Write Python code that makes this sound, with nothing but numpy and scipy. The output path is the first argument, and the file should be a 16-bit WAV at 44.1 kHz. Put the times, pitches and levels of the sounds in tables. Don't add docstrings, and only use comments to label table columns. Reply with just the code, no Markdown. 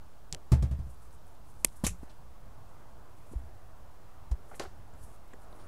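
import sys
import numpy as np
from scipy import signal
from scipy.fft import rfft, irfft, next_fast_len
from scipy.io import wavfile
from scipy.ndimage import uniform_filter1d, map_coordinates

SR = 44100
rng = np.random.default_rng(int(sys.argv[2]) if len(sys.argv) > 2 else 0)


def pcm_store(signal):
    levels = np.round(np.clip(np.atleast_2d(signal), -1, 1) * 32767)
    wavfile.write(sys.argv[1], SR, levels.astype(np.int16).T)


def gain_from_db(level_db):
    decades = np.asarray(level_db, float) / 20
    return 10 ** decades


N = 250091

# t/s, blow level/dB, extra level of the upper tones/dB
LID_BOUNCES = [
    (.518, -19.5, 0),
    (.624, -23.5, -5),
    (.711, -32, -3),
    (0.788, -30.5, -10.5),
    (.865, -42, -6.5),
]
# f/Hz, level/dB, time to die 60 dB/s
LID_TONES = [(60, -11, 0.97), (70.6, 1, 0.45), (121.8, 6.5, 0.12), (162.4, -7.5, 0.2), (238, -14.5, 0.21),
             (348, -18.5, 0.1), (495, -29, 0.095), (655, -24, 0.13), (872, -33, 0.26), (1176, -20.5, 0.031)]
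# centre f/Hz, width/octaves, level over the blow/dB, rise/s, t60/s
LID_AIR = [
    (5500, 0.91, -21.5, 0.00064, .12),
    (935, 1.18, -23.5, .001, 0.21),
    (427, 0.72, -20, 0.0015, 0.23),
]
AIR_GROWS = 0.18

# t/s, peak level/dB, ring f/Hz, t60/s, body level/dB
CATCH_SNAPS = [(.3263, -21.5, 7460, .0018, -24), (.32637, -19.5, 4770, 0.0013, -37),
               (0.3333, -37, 3480, .004, -12), (.341, -45, 2800, .004, -12),
               (0.3474, -21, 6130, 0.00039, -31), (.348, -29.5, 3230, .0021, -12),
               (1.6456, -24, 11800, .004, -11), (1.6457, -28, 7500, .004, -12),
               (1.64758, -4, 9570, .0028, -14), (1.6476, -11, 11700, .002, -24),
               (1.64762, -11, 6500, .0015, -24), (1.648, -26, 13400, .003, -12),
               (1.6481, -25.5, 5380, .004, -12), (1.6509, -20, 8000, .0013, -12),
               (1.6509, -24, 3364, .004, -13), (1.8661, -15, 9150, .0014, -15)]
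# f/Hz, t60/s
CATCH_TONES = [(2420, 0.0041), (4700, 0.0014)]
KNOCK_DB = -7
# t/s, peak level/dB, ring f/Hz
CHATTER = [(1.6537, -39.5, 11500), (1.6563, -37, 9500), (1.661, -38, 10060), (1.668, -43, 8000),
           (1.6698, -40, 11000), (1.674, -38.5, 9430), (1.684, -49, 3500), (1.689, -52, 4800)]
# t/s, peak level/dB, ring f/Hz
TICKS = [(2.692, -56, 7900), (4.938, -54, 7440), (5.163, -58, 9530), (5.279, -57.5, 11000),
         (5.336, -48, 7400), (5.528, -50, 3870)]
# t/s, peak level/dB, ring f/Hz
FIBRE_SNAPS = [(.947, -51, 10400), (1.053, -53, 9500), (1.069, -54, 8500), (1.109, -53, 5500),
               (1.129, -49, 8000), (1.269, -49, 10500), (1.541, -56, 5000), (1.988, -52, 11500),
               (.3651, -52, 2800), (4.878, -54, 9500), (5.162, -55, 7470), (5.279, -53, 9500),
               (5.337, -52, 2500), (5.44, -56, 10030)]
CHATTER_T60, TICK_T60, FIBRE_T60 = .0016, 0.0045, 0.0011
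SMALL_BODY_DB = -17

# t/s, level/dB, rise/s, t60/s
CUSHION_HITS = [
    (1.843, -40, 0.0012, .1),
    (1.85, -51, .002, .06),
    (1.898, -54, .003, 0.17),
    (1.8663, -24, 0.00026, 0.031),
    (1.8675, -31, 0.0011, 0.095),
]
# f/Hz, width/Hz, level/dB
CUSHION_PEAKS = [(1200, 750, -12), (2550, 680, -3), (5760, 740, -1.5), (7300, 1500, 1.5), (8700, 900, -0.5),
                 (10100, 1500, -2.5), (12800, 800, -17)]
# t/s, level/dB, rise/s, t60/s
LOCKER_HITS = [
    (4.513, -46.5, 0.00073, 0.044),
    (4.526, -53, 0.0039, 0.12),
    (4.5955, -33, 0.00052, 0.067),
    (4.609, -39.5, 0.001, 0.06),
    (4.62, -46, 0.0035, 0.079),
    (4.636, -44, 0.00074, 0.035),
    (4.646, -47, 0.0027, 0.077),
    (4.654, -47.5, .001, 0.035),
]
# f/Hz, width/Hz, level/dB
LOCKER_PEAKS = [(385, 70, 4.5), (580, 99, 0), (772, 82, 4), (1076, 72, -3), (1390, 190, -4.5),
                (2150, 950, -16)]

# t/s, peak level/dB, f/Hz,
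# rise/s, t60/s
DECK_THUMPS = [(0.319, -39.5, 50, 0.0067, 0.085), (0.324, -42.5, 149, 0.0019, 0.087),
               (1.898, -45.5, 173, 0.0026, 0.26), (1.98, -45.5, 60, 0.013, 0.31),
               (3.39, -43.5, 60, .01, 0.23), (3.434, -40.5, 80, 0.0024, 0.087),
               (1.662, -35.5, 27.4, 0.0039, 0.068), (1.6472, -30, 330, .0003, .008),
               (1.8652, -27, 300, .0004, .012), (1.8374, -20.5, 198, 0.00065, 0.032),
               (1.837, -30.5, 58, .01, 0.2), (1.879, -35, 50.5, .006, 0.18),
               (1.867, -34, 92.5, 0.0042, 0.15), (2.031, -36, 242, 0.00091, 0.014),
               (3.335, -41, 324.5, 0.00081, 0.014), (3.354, -27, 52.3, 0.025, 0.052),
               (4.312, -22, 54.16, 0.0095, 0.072), (4.792, -51, 90, 0.0033, 0.065)]

# t/s, level/dB, centre f/Hz, t60/s
SPITS = [(.327, -47, 5500, .05), (.624, -47, 4000, .02), (4.93, -61, 900, .12), (1.647, -30, 3800, .014),
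         (1.66, -60.5, 7660, .15), (1.837, -40, 8250, 0.12), (1.842, -35, 4920, 0.14),
         (2.03, -66, 7000, .08), (2.094, -61, 3466, 0.11), (4.312, -52.5, 5000, 0.059),
         (4.542, -57.5, 1800, 0.065), (4.5952, -37.5, 4100, .039), (4.601, -50.5, 4030, 0.23)]
# t/s, level/dB, centre f/Hz, t60/s
PATS = [(0.326, -51, 400, 0.21), (1.645, -39, 199, 0.045), (1.6455, -37, 1200, .018),
        (1.838, -34.5, 580, 0.076), (1.866, -39, 345, 0.057), (1.9, -59, 179, .27), (2.031, -56, 550, .04),
        (3.3345, -50, 450, .045), (4.313, -46.5, 513, 0.076), (5.333, -50, 290, .071),
        (5.332, -52, 1000, .027), (5.527, -51.5, 460, .066)]
# t/s, level/dB, centre f/Hz, t60/s
PINGS = [(4.513, -49, 1260, 0.039), (4.635, -55, 11400, .03), (4.653, -47, 1370, .03),
         (4.543, -59, 1850, .04), (5.333, -54, 1670, 0.053)]
# t/s, level/dB, centre f/Hz, t60/s
SCUFFS = [(2.0, -63, 975, .41), (3.3, -56, 174.4, 0.25), (5.3, -67, 2100, .095), (5.58, -69, 3970, 0.22)]
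# t/s, level/dB, centre f/Hz, t60/s
WHISTLES = [(4.98, -73, 10400, .12), (5.03, -69, 10300, .12), (5.51, -70, 9900, .07),
            (5.535, -76, 10000, .15), (5.58, -72, 9100, .25)]
PUFF_KINDS = [
    (.9, 0.019),
    (.9, .016),
    (0.17, 0.022),
    (0.67, 0.092),
    (.04, 0.052),
]

# peak t/s, level/dB, build-up/s, fade/s
CLOTH_STROKES = [(.92, -63, .07, 0.055), (1.04, -65, .06, 0.065), (1.14, -68, .04, .04),
                 (1.275, -68, 0.017, .1), (1.5, -67.5, 0.087, .08), (1.6, -70, 0.063, .1),
                 (5.13, -71, 0.056, .06), (1.766, -62, 0.16, 0.14), (2.05, -69.5, .15, .03),
                 (2.1, -73.5, .012, .2), (2.692, -75.5, .01, .2), (3.186, -73.5, .055, 0.088),
                 (3.325, -66, .11, .13), (4.581, -59, .13, 0.028), (5.038, -60, 0.085, 0.12),
                 (5.438, -68.5, .09, .03), (5.6, -71, .2, 0.13)]
STROKE_DB = 18.5
# f/Hz, level/dB
CLOTH_COLOUR = [(2500, -29.5), (5000, -14), (8000, -5), (10500, -4), (12500, -7.5), (15000, -23.5)]
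# f/Hz, level/dB
MICROPHONE = [(10, 3.5), (11000, -1.5), (13500, -6), (16000, -26), (20000, -62)]

# t/s, wind level/dB, traffic level/dB
OUTDOOR_LEVELS = [(0, -59, -65), (1, -58.5, -65.5), (1.5, -58, -65), (2.3, -57.5, -65), (2.8, -57.5, -63),
                  (3.2, -58.5, -63.5), (4, -57.5, -63), (4.8, -54.5, -63), (5.3, -58.5, -63),
                  (5.67, -55.5, -60.5)]
# f/Hz, level/dB
WIND_COLOUR = [(4.7, -25.5), (8.0, -4), (16, -8), (22, -11), (78, -12), (104, -15), (300, -36),
               (390, -55.5), (660, -120)]
# f/Hz, level/dB
TRAFFIC_COLOUR = [(120, -24.5), (200, -6), (382, -6.5), (410, -8), (446, -4.5), (497, -7.5), (631, -4),
                  (1120, -7.5), (2070, -21), (3500, -30), (4550, -58.5), (7700, -120)]
# f/Hz, level/dB
HISS_COLOUR = [(1400, -29), (2500, -4.5), (4000, -3.5), (8000, -6), (14000, -8.5), (15700, -8),
               (15800, -72.5), (17000, -120)]
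HISS_DB = -71.5
OFFSET = .0075


def lid():
    out = np.zeros(N)
    t = np.arange(SR) / SR
    for s, blow_db, upper_db in LID_BOUNCES:
        for hz, tone_db, t60 in LID_TONES:
            level = gain_from_db(blow_db + tone_db + upper_db * (hz > 100))
            add(out, s, -level * swell(t, 0.0022, t60) * tone(hz, t))
    return out


def lid_air():
    out = np.zeros(N)
    for s, db, upper_db in LID_BOUNCES:
        blow_db = db + upper_db
        for centre_hz, width, air_db, rise, t60 in LID_AIR:
            extra_db = AIR_GROWS * (blow_db + 28) * (centre_hz > 3000)
            add_puff(out, s, blow_db + air_db + extra_db, centre_hz, width, rise, t60)
    return out


def catch():
    out = np.zeros(N)
    t = np.arange(SR // 50) / SR
    clicks = list(CATCH_SNAPS)
    for rows, t60 in ((CHATTER, CHATTER_T60), (TICKS, TICK_T60), (FIBRE_SNAPS, FIBRE_T60)):
        clicks += [(*row, t60, SMALL_BODY_DB) for row in rows]

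    low = sum(swell(t, .0001, t60) * tone(hz, t) for hz, t60 in CATCH_TONES)
    knock = swell(t, 0.0002993, 0.0023) * np.cos(2 * np.pi * 800 * t)
    body = low + gain_from_db(KNOCK_DB) * knock
    for s, db, ring_hz, ring_t60, body_db in clicks:
        ring = swell(t, .00006, ring_t60) * tone(ring_hz, t)
        add(out, s, gain_from_db(db) * (ring + gain_from_db(body_db) * body))
    return out


def cushion():
    return panel(CUSHION_HITS, CUSHION_PEAKS)


def locker():
    return panel(LOCKER_HITS, LOCKER_PEAKS)


def panel(hits, peaks):
    drive = np.zeros(N)
    t = np.arange(SR // 3) / SR
    for s, db, rise, t60 in hits:
        add(drive, s, gain_from_db(db) * swell(t, rise, t60) * unit(grit(len(t))))

    f = np.fft.rfftfreq(N, 1 / SR)
    body = 0
    for k, (hz, width, db) in enumerate(peaks):
        resonance = 1j * f * width / (hz * hz - f * f + 1j * f * width)
        body = body + (-1) ** k * gain_from_db(db) * resonance
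    return irfft(rfft(drive) * body / np.sqrt(np.mean(abs(body) ** 2)), N)


def deck():
    out = np.zeros(N)
    t = np.arange(SR // 2) / SR
    for s, db, hz, rise, t60 in DECK_THUMPS:
        add(out, s, -gain_from_db(db) * swell(t, rise, t60) * tone(hz, t))
    return out


def contacts():
    out = np.zeros(N)
    kinds = (SPITS, PATS, PINGS, SCUFFS, WHISTLES)
    for rows, (width, rise_share) in zip(kinds, PUFF_KINDS):
        for s, db, centre_hz, t60 in rows:
            add_puff(out, s, db, centre_hz, width, rise_share * t60, t60)
    return out


def add_puff(track, s, db, centre_hz, width, rise, t60):
    t = np.arange(SR // 3) / SR
    hz = np.fft.rfftfreq(len(t), 1 / SR) + 1
    response = np.exp(-.5 * (np.log2(hz / centre_hz) / width) ** 2)
    band = unit(irfft(rfft(grit(len(t))) * response, len(t)))
    add(track, s, gain_from_db(db) * swell(t, rise, t60) * band)


def cloth():
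    t = np.arange(N) / SR
    level = np.zeros(N)
    for s, db, build, fade in CLOTH_STROKES:
        distance = np.maximum((s - t) / build, (t - s) / fade)
        level += gain_from_db(db - STROKE_DB * distance)
    clumps_db = 2.2 * rng.exponential(size=N) + 2.6 * wobble(70)
    grains = rng.standard_normal(N) * gain_from_db(clumps_db)
    return level * coloured(grains, CLOTH_COLOUR)


def outdoors():
    wind_db, traffic_db = curves(OUTDOOR_LEVELS)
    rumble = coloured(rng.standard_normal(N), WIND_COLOUR)
    wind = unit(gain_from_db(1.2 * wobble(12)) * rumble)

    z = signal.stft(rng.standard_normal(N), nperseg=1024)[2]
    patches = uniform_filter1d(rng.standard_normal(z.shape), size=8, axis=0)
    patches = uniform_filter1d(patches, size=12, axis=1)
    drifting = signal.istft(z * gain_from_db(1.1 * unit(patches)), nperseg=1024)[1][:N]
    traffic = coloured(drifting, TRAFFIC_COLOUR)

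    hiss = coloured(rng.standard_normal(N), HISS_COLOUR)
    return gain_from_db(wind_db + 4.5) * wind + gain_from_db(traffic_db + 3.5) * traffic + gain_from_db(HISS_DB) * hiss


def tone(hz, t):
    return np.sin(2 * np.pi * hz * t)


def swell(t, rise, t60):
    shape = (1 - np.exp(-t / rise)) ** 2 * gain_from_db(-60 * t / t60)
    return shape / shape.max()


def add(track, s, sound):
    part = track[round(s * SR):][:len(sound)]
    part += sound[:len(part)]


def grit(size):
    clumps = unit(uniform_filter1d(rng.standard_normal(size), size=60))
    return rng.standard_normal(size) * gain_from_db(1.4 * clumps)


def unit(x):
    return x / np.sqrt(np.mean(x ** 2) + 1e-20)


def curves(rows):
    s, *columns = np.transpose(rows)
    return [np.interp(np.arange(N) / SR, s, column) for column in columns]


def wobble(rate):
    knots = rng.standard_normal(int(N * rate / SR) + 4)
    return map_coordinates(knots, [np.arange(N) * rate / SR])


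def shaped(x, spectrum):
    hz, db = np.transpose(spectrum)
    m = next_fast_len(len(x) + 8192)
    f = np.fft.rfftfreq(m, 1 / SR)
    gain = gain_from_db(np.interp(np.log(f + 1), np.log(hz + 1), db))
    return irfft(rfft(x, m) * gain, m)[:len(x)]


def coloured(x, spectrum):
    return unit(shaped(x, spectrum))


def scene():
    handling = lid() + lid_air() + catch() + cushion() + locker() + deck() + contacts() + cloth()
    return (shaped(handling, MICROPHONE) + outdoors())[None]


def top_cut(x):
    return signal.sosfilt(signal.butter(12, 16860, fs=SR, output="sos"), x)


def record(dry):
    return top_cut(dry + OFFSET)


dry = scene()
out = record(dry)
pcm_store(out)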